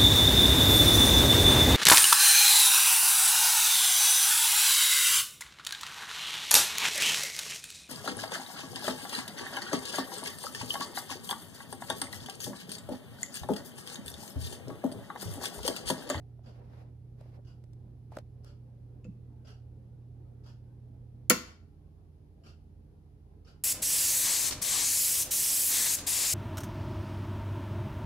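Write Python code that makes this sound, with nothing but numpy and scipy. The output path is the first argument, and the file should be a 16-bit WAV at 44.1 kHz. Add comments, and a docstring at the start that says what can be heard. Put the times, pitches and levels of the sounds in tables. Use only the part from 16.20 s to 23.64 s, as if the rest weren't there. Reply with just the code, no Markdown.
"""A room with a stone table, where an old turntable hums until a finger on its toggle switch snaps it off.
The motor is a sum of mains harmonics over bearing noise; the snap is bouncing noise bursts, and rings the deck's modes.
A clock across the room steps once a second, as damped noise carried by the reverberation, over a low steady drone.
The hand that holds the camera knocks its case, as decaying sines and clicks, and a sleeve brushes as shaped noise."""
import sys
import numpy as np
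from scipy import signal
from scipy.fft import rfft, irfft, next_fast_len
from scipy.io import wavfile
from scipy.ndimage import uniform_filter1d, map_coordinates

SR = 44100
rng = np.random.default_rng(int(sys.argv[2]) if len(sys.argv) > 2 else 0)


def master(y):
    """Save y as 16-bit WAV."""
    cut = np.clip(np.atleast_2d(y).T, -1, 1)
    pcm = np.round(cut * 32767)  # scale
    wavfile.write(sys.argv[1], SR, pcm.astype(np.int16))


N = 328015  # length of the scene in samples


def amp(db):
    """Level and amplitude: 20 dB is a factor of ten."""
    return 10 ** (np.asarray(db) / 20)


def unit(x):
    """Normalization: scale to rms 1."""
    return x / np.sqrt(np.mean(x ** 2) + 1e-20)


def along(points, hz):
    """Logarithmic pitch scale: interpolate (Hz, value) points on a log-frequency axis."""
    point_hz, value = np.transpose(points)
    return np.interp(np.log(hz + 1), np.log(point_hz + 1), value)


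def seconds(size):
    """Sampling: the time of each sample."""
    return np.arange(size) / SR


def fade(t, t60):
    """Exponential decay: from t = 0, the level falls 60 dB in t60 seconds."""
    return (t >= 0) * np.exp(-np.log(1000) * np.abs(t) / t60)


def wobble(rate):
    """Slow random fluctuation: a smooth curve through rate random knots a second."""
    knots = rng.standard_normal(int(N * rate / SR) + 4)
    return map_coordinates(knots, [seconds(N) * rate])


def filtered(x, response):
    """Linear filtering: multiply the spectrum by a response of frequency."""
    size = x.shape[-1]
    padded = next_fast_len(size + SR // 4)
    spectrum = rfft(x, padded) * response(np.fft.rfftfreq(padded, 1 / SR))
    return irfft(spectrum, padded)[..., :size]


# likeness of the two microphone ports in a diffuse field, clipped to 1 when read
# columns: pitch_hz [Hz], correlation [1]
COHERENCE = [(60, 1.1), (140, 0.68), (290, 0.92), (640, 0), (1400, 0), (15000, 0)]


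def noise(spectrum, size):
    """Diffuse-field coherence: stereo noise of rms 1, alike in the bass and unrelated in the treble."""
    def colour(hz):
        turn = np.arccos(np.clip(along(COHERENCE, hz), -1, 1)) / 2
        return amp(along(spectrum, hz)) * np.array([np.cos(turn), np.sin(turn)])

    mid, side = filtered(rng.standard_normal((2, size)), colour)
    return unit(np.array([mid + side, mid - side]))


def cluster(hz, width_hz, size):
    """Modal overlap: many close modes beat against each other as narrow-band stereo noise of rms 1."""
    band = lambda f: np.exp(-((f - hz) / width_hz) ** 2 / 2)
    return unit(filtered(rng.standard_normal((2, size)), band))


def pan(lean_db):
    """Interaural level difference: left and right gains, lean_db apart."""
    return amp(np.array([lean_db, -lean_db]).reshape(2, -1) / 2)


def add(track, s, sound):
    """Superposition: mix a sound into the track at time s."""
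    part = track[:, round(s * SR):][:, :sound.shape[-1]]
    part += sound[..., :part.shape[-1]]


def tilted(spectrum, db_per_octave):
    """Spectral tilt: make a spectrum brighter or duller about 1000 Hz."""
    return [(hz, db + db_per_octave * np.log2(hz / 1000)) for hz, db in spectrum]


def patchy(x, depth_db):
    """Band-wise amplitude modulation: each narrow band of a noise swells and sinks by itself."""
    z = signal.stft(x, nperseg=2048)[2]
    field = rng.standard_normal(z.shape[1:])
    field = uniform_filter1d(field, size=4, axis=0)  # over frequency
    field = uniform_filter1d(field, size=5, axis=1)  # over time
    return unit(signal.istft(z * amp(depth_db * unit(field)))[1][:, :N])


# decay of the room by frequency
# columns: pitch_hz [Hz], t60_s [s]
ROOM_DECAY = [(150, .35), (500, 0.44), (1500, 0.45), (4000, 0.41), (7000, 0.35), (11000, 0.29),
              (16000, .24)]


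def reverberation(spectrum, build):
    """Statistical reverberation: reflections build up, then each band decays; left energy 1."""
    hz, t, z = signal.stft(noise(spectrum, SR), SR, nperseg=256)
    decay = fade(t, along(ROOM_DECAY, hz)[:, None])
    tail = signal.istft(z * decay, SR)[1][:, :SR]
    tail = tail * (1 - np.exp(-seconds(SR) / build))
    return tail / np.linalg.norm(tail[0])


HUM_HZ = 120  # the magnetic pull
# harmonics of the motor's hum, before wavering and panning
# columns: harmonic [multiple of HUM_HZ], level_db [dB rms]
HUM_HARMONICS = [(1, -50.5), (2, -78.5), (3, -82), (5, -90.5)]
# spectral shape of the bearing rumble
# columns: pitch_hz [Hz], relative_density_db [dB per Hz]
BEARING_SPECTRUM = [(40, -20), (110, 2.5), (170, 0), (225, 1), (300, -4), (330, -12.5), (390, -7.5),
                    (450, -13.5), (500, -5.5), (540, -19), (700, -23.5), (740, -13.5), (790, -23.5),
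                    (1300, -32), (6000, -53.5)]


def motor():
    """Magnetostriction and friction: harmonic hum dies with the current while bearing rumble coasts on."""
    t = seconds(N)
    since_off = np.maximum(t - CONTACT_BOUNCES[0][0], 0)
    phase = 2 * np.pi * HUM_HZ * t + 0.028 * wobble(2.9)
    hum = sum(amp(db) * np.sqrt(2) * np.sin(k * phase) for k, db in HUM_HARMONICS)
    hum = hum * amp(0.16 * wobble(4.6)) * fade(since_off, t60=0.28)
    rumble_level = amp(-64.5 + 1.0 * wobble(4.7) + 1.6 * wobble(15))
    rumble = patchy(noise(BEARING_SPECTRUM, N), depth_db=1.5) * rumble_level
    rumble = rumble * fade(since_off, t60=0.5)
    return hum * pan(lean_db=-3.0) + rumble * pan(lean_db=-1.0)


# tones of the steady drone, before wavering and leaning
# columns: pitch_hz [Hz], level_db [dB rms]
DRONE_TONES = [(53.1, -62.5), (83.4, -58), (149.7, -66.5), (205.3, -79.5), (221, -75), (293, -75),
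               (409.3, -78), (823.6, -91)]
# spectral shape of the still air
# columns: pitch_hz [Hz], relative_density_db [dB per Hz]
AIR_SPECTRUM = [(20, -23.5), (35, -14), (50, -3.5), (90, -2), (130, -6.5), (190, -12), (300, -19.5),
                (430, -22), (560, -30.5), (780, -31.5), (1100, -41.5), (1600, -45.5), (5000, -49.5),
                (8000, -57.5), (11000, -50), (15000, -63)]
# spectral shape of an uneven rush in the room
# columns: pitch_hz [Hz], relative_density_db [dB per Hz]
RUSH_SPECTRUM = [(120, -12), (250, 0), (420, -1), (600, -7), (800, -8.5), (1100, -19.5), (2000, -28.5),
                 (4000, -50)]
# stereo lean of the room tone
# columns: pitch_hz [Hz], left_minus_right_db [dB]
ROOM_LEAN = [(100, -4), (220, -0.5), (700, -1), (1500, 2), (5000, -0.5)]


def room_tone():
    """Background noise: wavering tones, still air and a lumpy rush, leaning right in the bass."""
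    t = seconds(N)
    drone = np.zeros(N)
    for hz, db in DRONE_TONES:
        level = amp(db + 0.33 * wobble(4.5)) * np.sqrt(2)
        drone += level * np.sin(2 * np.pi * (hz * t + rng.random()) + 0.08 * wobble(3.3))
    air = amp(-57.0) * noise(AIR_SPECTRUM, N)
    rush_level = amp(-71 + 1.3 * wobble(4.6) + 1.5 * wobble(12))
    rush = rush_level * patchy(noise(RUSH_SPECTRUM, N), depth_db=4.5)
    return filtered(drone + air + rush, lambda hz: pan(along(ROOM_LEAN, hz)))


# knocks of the grip on the camera case
# columns: start_s [s], level_db [dB], thud_pitch_hz [Hz], tap_over_thud_db [dB], click_over_thud_db [dB]
GRIP_KNOCKS = [(0.19, -47.5, 640, -27, -38), (1.01, -41.5, 564, -19, -14), (1.056, -49.5, 530, -25, -35),
               (1.918, -37.5, 770, -32, -19), (1.924, -41, 870, -30, -15), (1.9697, -25, 592, -3, -16.5),
               (1.9859, -35, 560, -13, -16)]
# a short high tap comes first, then the finger settles with a lower thud
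TAP_RATIO, SETTLE_S, KNOCK_ATTACK_S = 2.24, 0.00257, 0.00037
KNOCK_CYCLES = 10  # the hand damps tap and thud by 60 dB in this many cycles
# dry clicks of the case under the grip
# columns: start_s [s], level_db [dB], tilt_db_per_octave [dB per octave]
CASE_CLICKS = [(1.44, -57, 0), (1.533, -60.5, 2), (1.952, -60, 3), (1.9663, -52.5, 1), (1.9866, -42, 0),
               (2.2456, -52, 2)]
# spectral shape of a click of the case
# columns: pitch_hz [Hz], relative_density_db [dB per Hz]
SHELL_SPECTRUM = [(500, 22.5), (2500, -0.5), (5000, 6), (7200, -3), (8400, 4), (10500, -4), (16000, -17)]
# sleeve strokes, before their roughness
# columns: middle_s [s], half_length_s [s], level_db [dB], tilt_db_per_octave [dB per octave]
SLEEVE_STROKES = [(0.292, 0.033, -59, -4), (0.367, 0.037, -61.5, 0.5), (0.409, .028, -58.5, -3.5),
                  (0.474, 0.048, -67, 0), (0.574, 0.066, -61.5, 0.6), (0.662, 0.044, -65, -1.5),
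                  (1.05, 0.067, -67.5, 2), (1.149, 0.03, -65, 1), (1.19, .016, -58.5, -10),
                  (1.961, 0.051, -59.5, 1)]
# spectral shape of the cloth
# columns: pitch_hz [Hz], relative_density_db [dB per Hz]
CLOTH_SPECTRUM = [(150, -21), (500, 11), (800, 5), (1300, -4.5), (2200, -8.5), (3500, -16.5), (5000, -16),
                  (8000, -31), (11500, -25.5), (16000, -43)]


def handling():
    """Damped impact and friction: the grip thuds on the camera case without echo; the sleeve brushes roughly."""
    out, t = np.zeros((2, N)), seconds(SR // 8)

    def click(tilt):
        return noise(tilted(SHELL_SPECTRUM, tilt), len(t)) * fade(t, t60=0.022)

    def thud(hz):
        attack = 1 - np.exp(-t / KNOCK_ATTACK_S)
        return np.sin(2 * np.pi * hz * t) * fade(t, KNOCK_CYCLES / hz) * attack

    for s, db, hz, tap_db, click_db in GRIP_KNOCKS:
        add(out, s, amp(db + tap_db) * thud(hz * TAP_RATIO) + amp(db + click_db) * click(0))
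        add(out, s + SETTLE_S, amp(db) * thud(hz))
    for s, db, tilt in CASE_CLICKS:
        add(out, s, amp(db) * click(tilt))

    sleeve, age = np.zeros((2, N)), seconds(SR // 2) - 1 / 4  # age is 0 mid-stroke
    for s, half, db, tilt in SLEEVE_STROKES:
        pressure = amp(db) * np.exp(-(age / half) ** 4)
        add(sleeve, s + age[0], pressure * noise(tilted(CLOTH_SPECTRUM, tilt), len(age)))
    roughness = amp(1.1 * wobble(90) + 1.5 * wobble(25.26))
    return out + sleeve * roughness


# the clock steps tick and tock in turn; the tock comes a little late
FIRST_TICK_S, BEAT_S, TOCK_LATE_S = 0.234, 1, 0.011
# contacts of one step: release, stop and rebound
# columns: after_release_s [s], relative_level_db [dB]
STEP_CONTACTS = [(0, 0.5), (.023, 7), (.049, 1.5)]
# strength of each step in turn
# column: relative_level_db [dB]
STEP_STRENGTHS = [-63, -65, -62, -57, -60.5, -57.5, -57.5, -61]
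# spectral shape of the tick as it arrives through the room
# columns: pitch_hz [Hz], relative_density_db [dB per Hz]
TICK_SPECTRUM = [(300, 5.5), (750, 5.5), (1050, -2), (1380, 6), (1900, -8.5), (2300, -8.5), (2900, 2.5),
                 (3900, -10), (4700, 2), (5700, -5), (7000, -12.5), (7700, -10.5), (8700, -27),
                 (11000, -12), (15500, -39)]


def clock():
    """Reverberant field: release, stop and rebound each ring the clock's case, heard through the room."""
    out, t = np.zeros((2, N)), seconds(SR // 8)
    for beat, db in enumerate(STEP_STRENGTHS):
        tock = beat % 2
        s = FIRST_TICK_S + beat * BEAT_S + tock * TOCK_LATE_S
        for delay, contact_db in STEP_CONTACTS:
            # dense short modes, woken anew by each contact
            case = rng.standard_normal((1, len(t))) * fade(t, t60=0.076)
            # the extra fade shortens the room's decay
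            room = reverberation(TICK_SPECTRUM, build=0.0014) * fade(seconds(SR), t60=1.0)
            contact = signal.fftconvolve(case, room, axes=1)
            loudness = contact[:, :SR // 20].std()
            add(out, s + delay, amp(db + contact_db - 9.0) * contact / loudness)
    return out


# blows on the deck: a fingernail, the fingertip landing and settling, the switch
# columns: start_s [s], relative_level_db [dB], softness_corner_hz [Hz]
DECK_BLOWS = [(2.8437, -49, 9100), (2.845, -27, 610), (2.871, -11.5, 202), (5.101, -1, 16000)]
# low modes of the deck on its wooden plinth, for a blow of 0 dB
# columns: pitch_hz [Hz], relative_level_db [dB], t60_s [s], left_minus_right_db [dB]
DECK_MODES = [(159.2, -27, 0.13, -2), (194, -22.5, 0.16, -1), (228, -26, 0.16, -1),
              (249.7, -27, 0.17, -0.5), (270, -13.5, 0.04, 0), (283, -30, 0.13, -0.5),
              (316, -29, 0.17, -1.5), (389, -35.5, .15, -1.5), (434, -40, .14, -1),
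              (480, -28.5, 0.16, -2.5), (502, -21.5, .125, -1), (620, -28, 0.05, 0), (685, -29, 0.046, 2),
              (868, -36.5, 0.11, 3), (1046, -40, 0.21, 6), (1110, -44, 0.2, 2), (1150, -31.5, 0.0814, 6.5),
              (1231, -34, 0.13, 5.5), (1363.5, -20.5, 0.09, 3.5), (1403, -25, 0.05, 4.5),
              (1476, -24.5, 0.084, 3), (1756, -29, .055, 1.5), (1850, -29, .07, 0.5),
              (1885, -30, 0.095, 1.5)]
# crowded high modes of the metal plate
# columns: pitch_hz [Hz], width_hz [Hz], relative_level_db [dB], t60_s [s]
PLATE_MODES = [(2100, 110, -30.5, 0.067), (2260, 40, -27, 0.073), (2400, 60, -32, .06),
               (2744, 35, -23.5, .06), (3087, 80, -27.5, 0.065), (3590, 59, -28.5, 0.033),
               (4350, 130, -29.5, 0.045), (5098, 550, -26.5, 0.074), (6705, 450, -25.5, 0.096),
               (7505, 88, -25.5, .045), (10700, 220, -27.5, 0.069), (11800, 310, -29.5, 0.07),
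               (15200, 350, -30, .07)]
# spectral shape of the loose parts
# columns: pitch_hz [Hz], relative_density_db [dB per Hz]
CLATTER_SPECTRUM = [(60, -28.5), (130, -5.5), (250, 2), (360, -10.5), (560, -18), (650, -8.5), (790, -17),
                    (1000, -5), (1300, -5), (1650, -9), (2400, -10), (4000, -17.5), (11000, -21.5),
                    (16000, -26)]


def deck():
    """Modal excitation: each blow rings plinth, plate and loose parts; a soft finger wakes only low modes."""
    out, t = np.zeros((2, N)), seconds(SR // 2)
    ring = np.zeros((2, len(t)))
    for k, (hz, db, t60, lean_db) in enumerate(DECK_MODES):
        # bending waves are slow in the bass, so low modes start late and swell
        age = np.maximum(t - 0.05 / np.sqrt(hz), 0)
        swell = 1 - np.exp(-age * hz / 0.5)
        sign = (-1) ** k  # neighbours swing in turn up and down
        ring += sign * amp(db) * pan(lean_db) * swell * fade(age, t60) * np.sin(2 * np.pi * hz * age)
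    for s, db, soft_hz in DECK_BLOWS:
        plate = np.zeros((2, len(t)))
        for hz, width, level_db, t60 in PLATE_MODES:
            plate += amp(level_db) * cluster(hz, width, len(t)) * fade(t, t60)
        clatter = amp(-19) * pan(lean_db=1.5) * noise(CLATTER_SPECTRUM, len(t))
        clatter = clatter * fade(t, t60=0.14) * (1 - np.exp(-t / 0.0036))
        softness = signal.butter(6, min(soft_hz, SR / 2 - 1), fs=SR, output="sos")
        add(out, s, amp(db) * signal.sosfilt(softness, ring + amp(3) * plate + clatter))
    return out


# the switch spring throws the contacts over and they bounce
# columns: start_s [s], relative_level_db [dB], t60_s [s], low_cut_hz [Hz]
CONTACT_BOUNCES = [(5.0983, -2, .012, 4500), (5.0994, 2, .005, 900), (5.1016, -7, .016, 300)]
# spectral shape of the contacts' snap
# columns: pitch_hz [Hz], relative_density_db [dB per Hz]
SNAP_SPECTRUM = [(150, -37), (800, -16), (2000, 0), (3100, -4.5), (3700, -7.5), (5700, -5), (7100, 9),
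                 (7800, 0), (8600, -10), (10400, 9), (12000, 4.5), (13400, -11), (15100, 2.5), (16500, -16)]
# thin, lasting rings of the switch spring and the tone arm
# columns: pitch_hz [Hz], peak_level_db [dB], t60_s [s]
SPRING_RINGS = [(2050, -44.5, 0.38), (2690, -37, .22), (3110, -47, .28), (3570, -52.5, .33),
                (4130, -53, .25), (4445, -53, .28), (5000, -46, .2), (5500, -48.5, .18), (6550, -39.5, .19),
                (7424, -44, .17), (7822, -42, 0.11), (10400, -34, 0.14), (10610, -40, .15)]
# the fingernail ticks on the toggle lever as it lands
NAIL_DB, NAIL_HZ, NAIL_WIDTH_HZ = -57, 2620, 70


def switch():
    """Contact bounce: a nail ticks on the lever; later the contacts snap, thin then fuller, and steel rings."""
    out, t = np.zeros((2, N)), seconds(SR // 2)
    nail = cluster(NAIL_HZ, NAIL_WIDTH_HZ, len(t)) * fade(t, t60=0.069)
    add(out, DECK_BLOWS[0][0], amp(NAIL_DB) * nail)
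    for s, db, t60, cut_hz in CONTACT_BOUNCES:
        thin = signal.butter(2, cut_hz, "high", fs=SR, output="sos")
        burst = noise(SNAP_SPECTRUM, len(t)) * fade(t, t60)
        add(out, s, amp(db - 7) * signal.sosfilt(thin, burst))
    for hz, db, t60 in SPRING_RINGS:
        ring = np.sin(2 * np.pi * (hz * t + rng.random((2, 1))))
        add(out, CONTACT_BOUNCES[1][0], amp(db) * fade(t, t60) * ring)
    return out


# spectral shape of the room's echo of the turntable
# columns: pitch_hz [Hz], relative_density_db [dB per Hz]
ECHO_SPECTRUM = [(80, -8.5), (170, 4), (300, 5.5), (500, -3), (750, 5.5), (1100, 6.5), (1500, 3.5),
                 (2700, 3), (3800, 7), (5600, 8), (6800, 3), (11000, -2.5), (16000, -4)]


def scene():
    """Direct and reverberant sound: switch and deck fill the room, over the other sources."""
    near = switch() + deck()
    echo = signal.fftconvolve(near, reverberation(ECHO_SPECTRUM, build=0.005), axes=1)[:, :N]
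    return near + amp(-13.5) * echo + motor() + room_tone() + handling() + clock()


CEILING = 0.88  # largest swing that the camera can take, as a share of full scale
TOP_HZ = 16000  # band limit of the camera


def record(dry):
    """Saturation and band limiting: the camera rounds off high peaks, then cuts steeply above its band limit."""
    rounded = dry / (1 + np.abs(dry / CEILING) ** 6) ** (1 / 6)
    return filtered(rounded, lambda hz: 1 / np.sqrt(1 + (hz / TOP_HZ) ** 120))


dry = scene()
out = record(dry)
master(out)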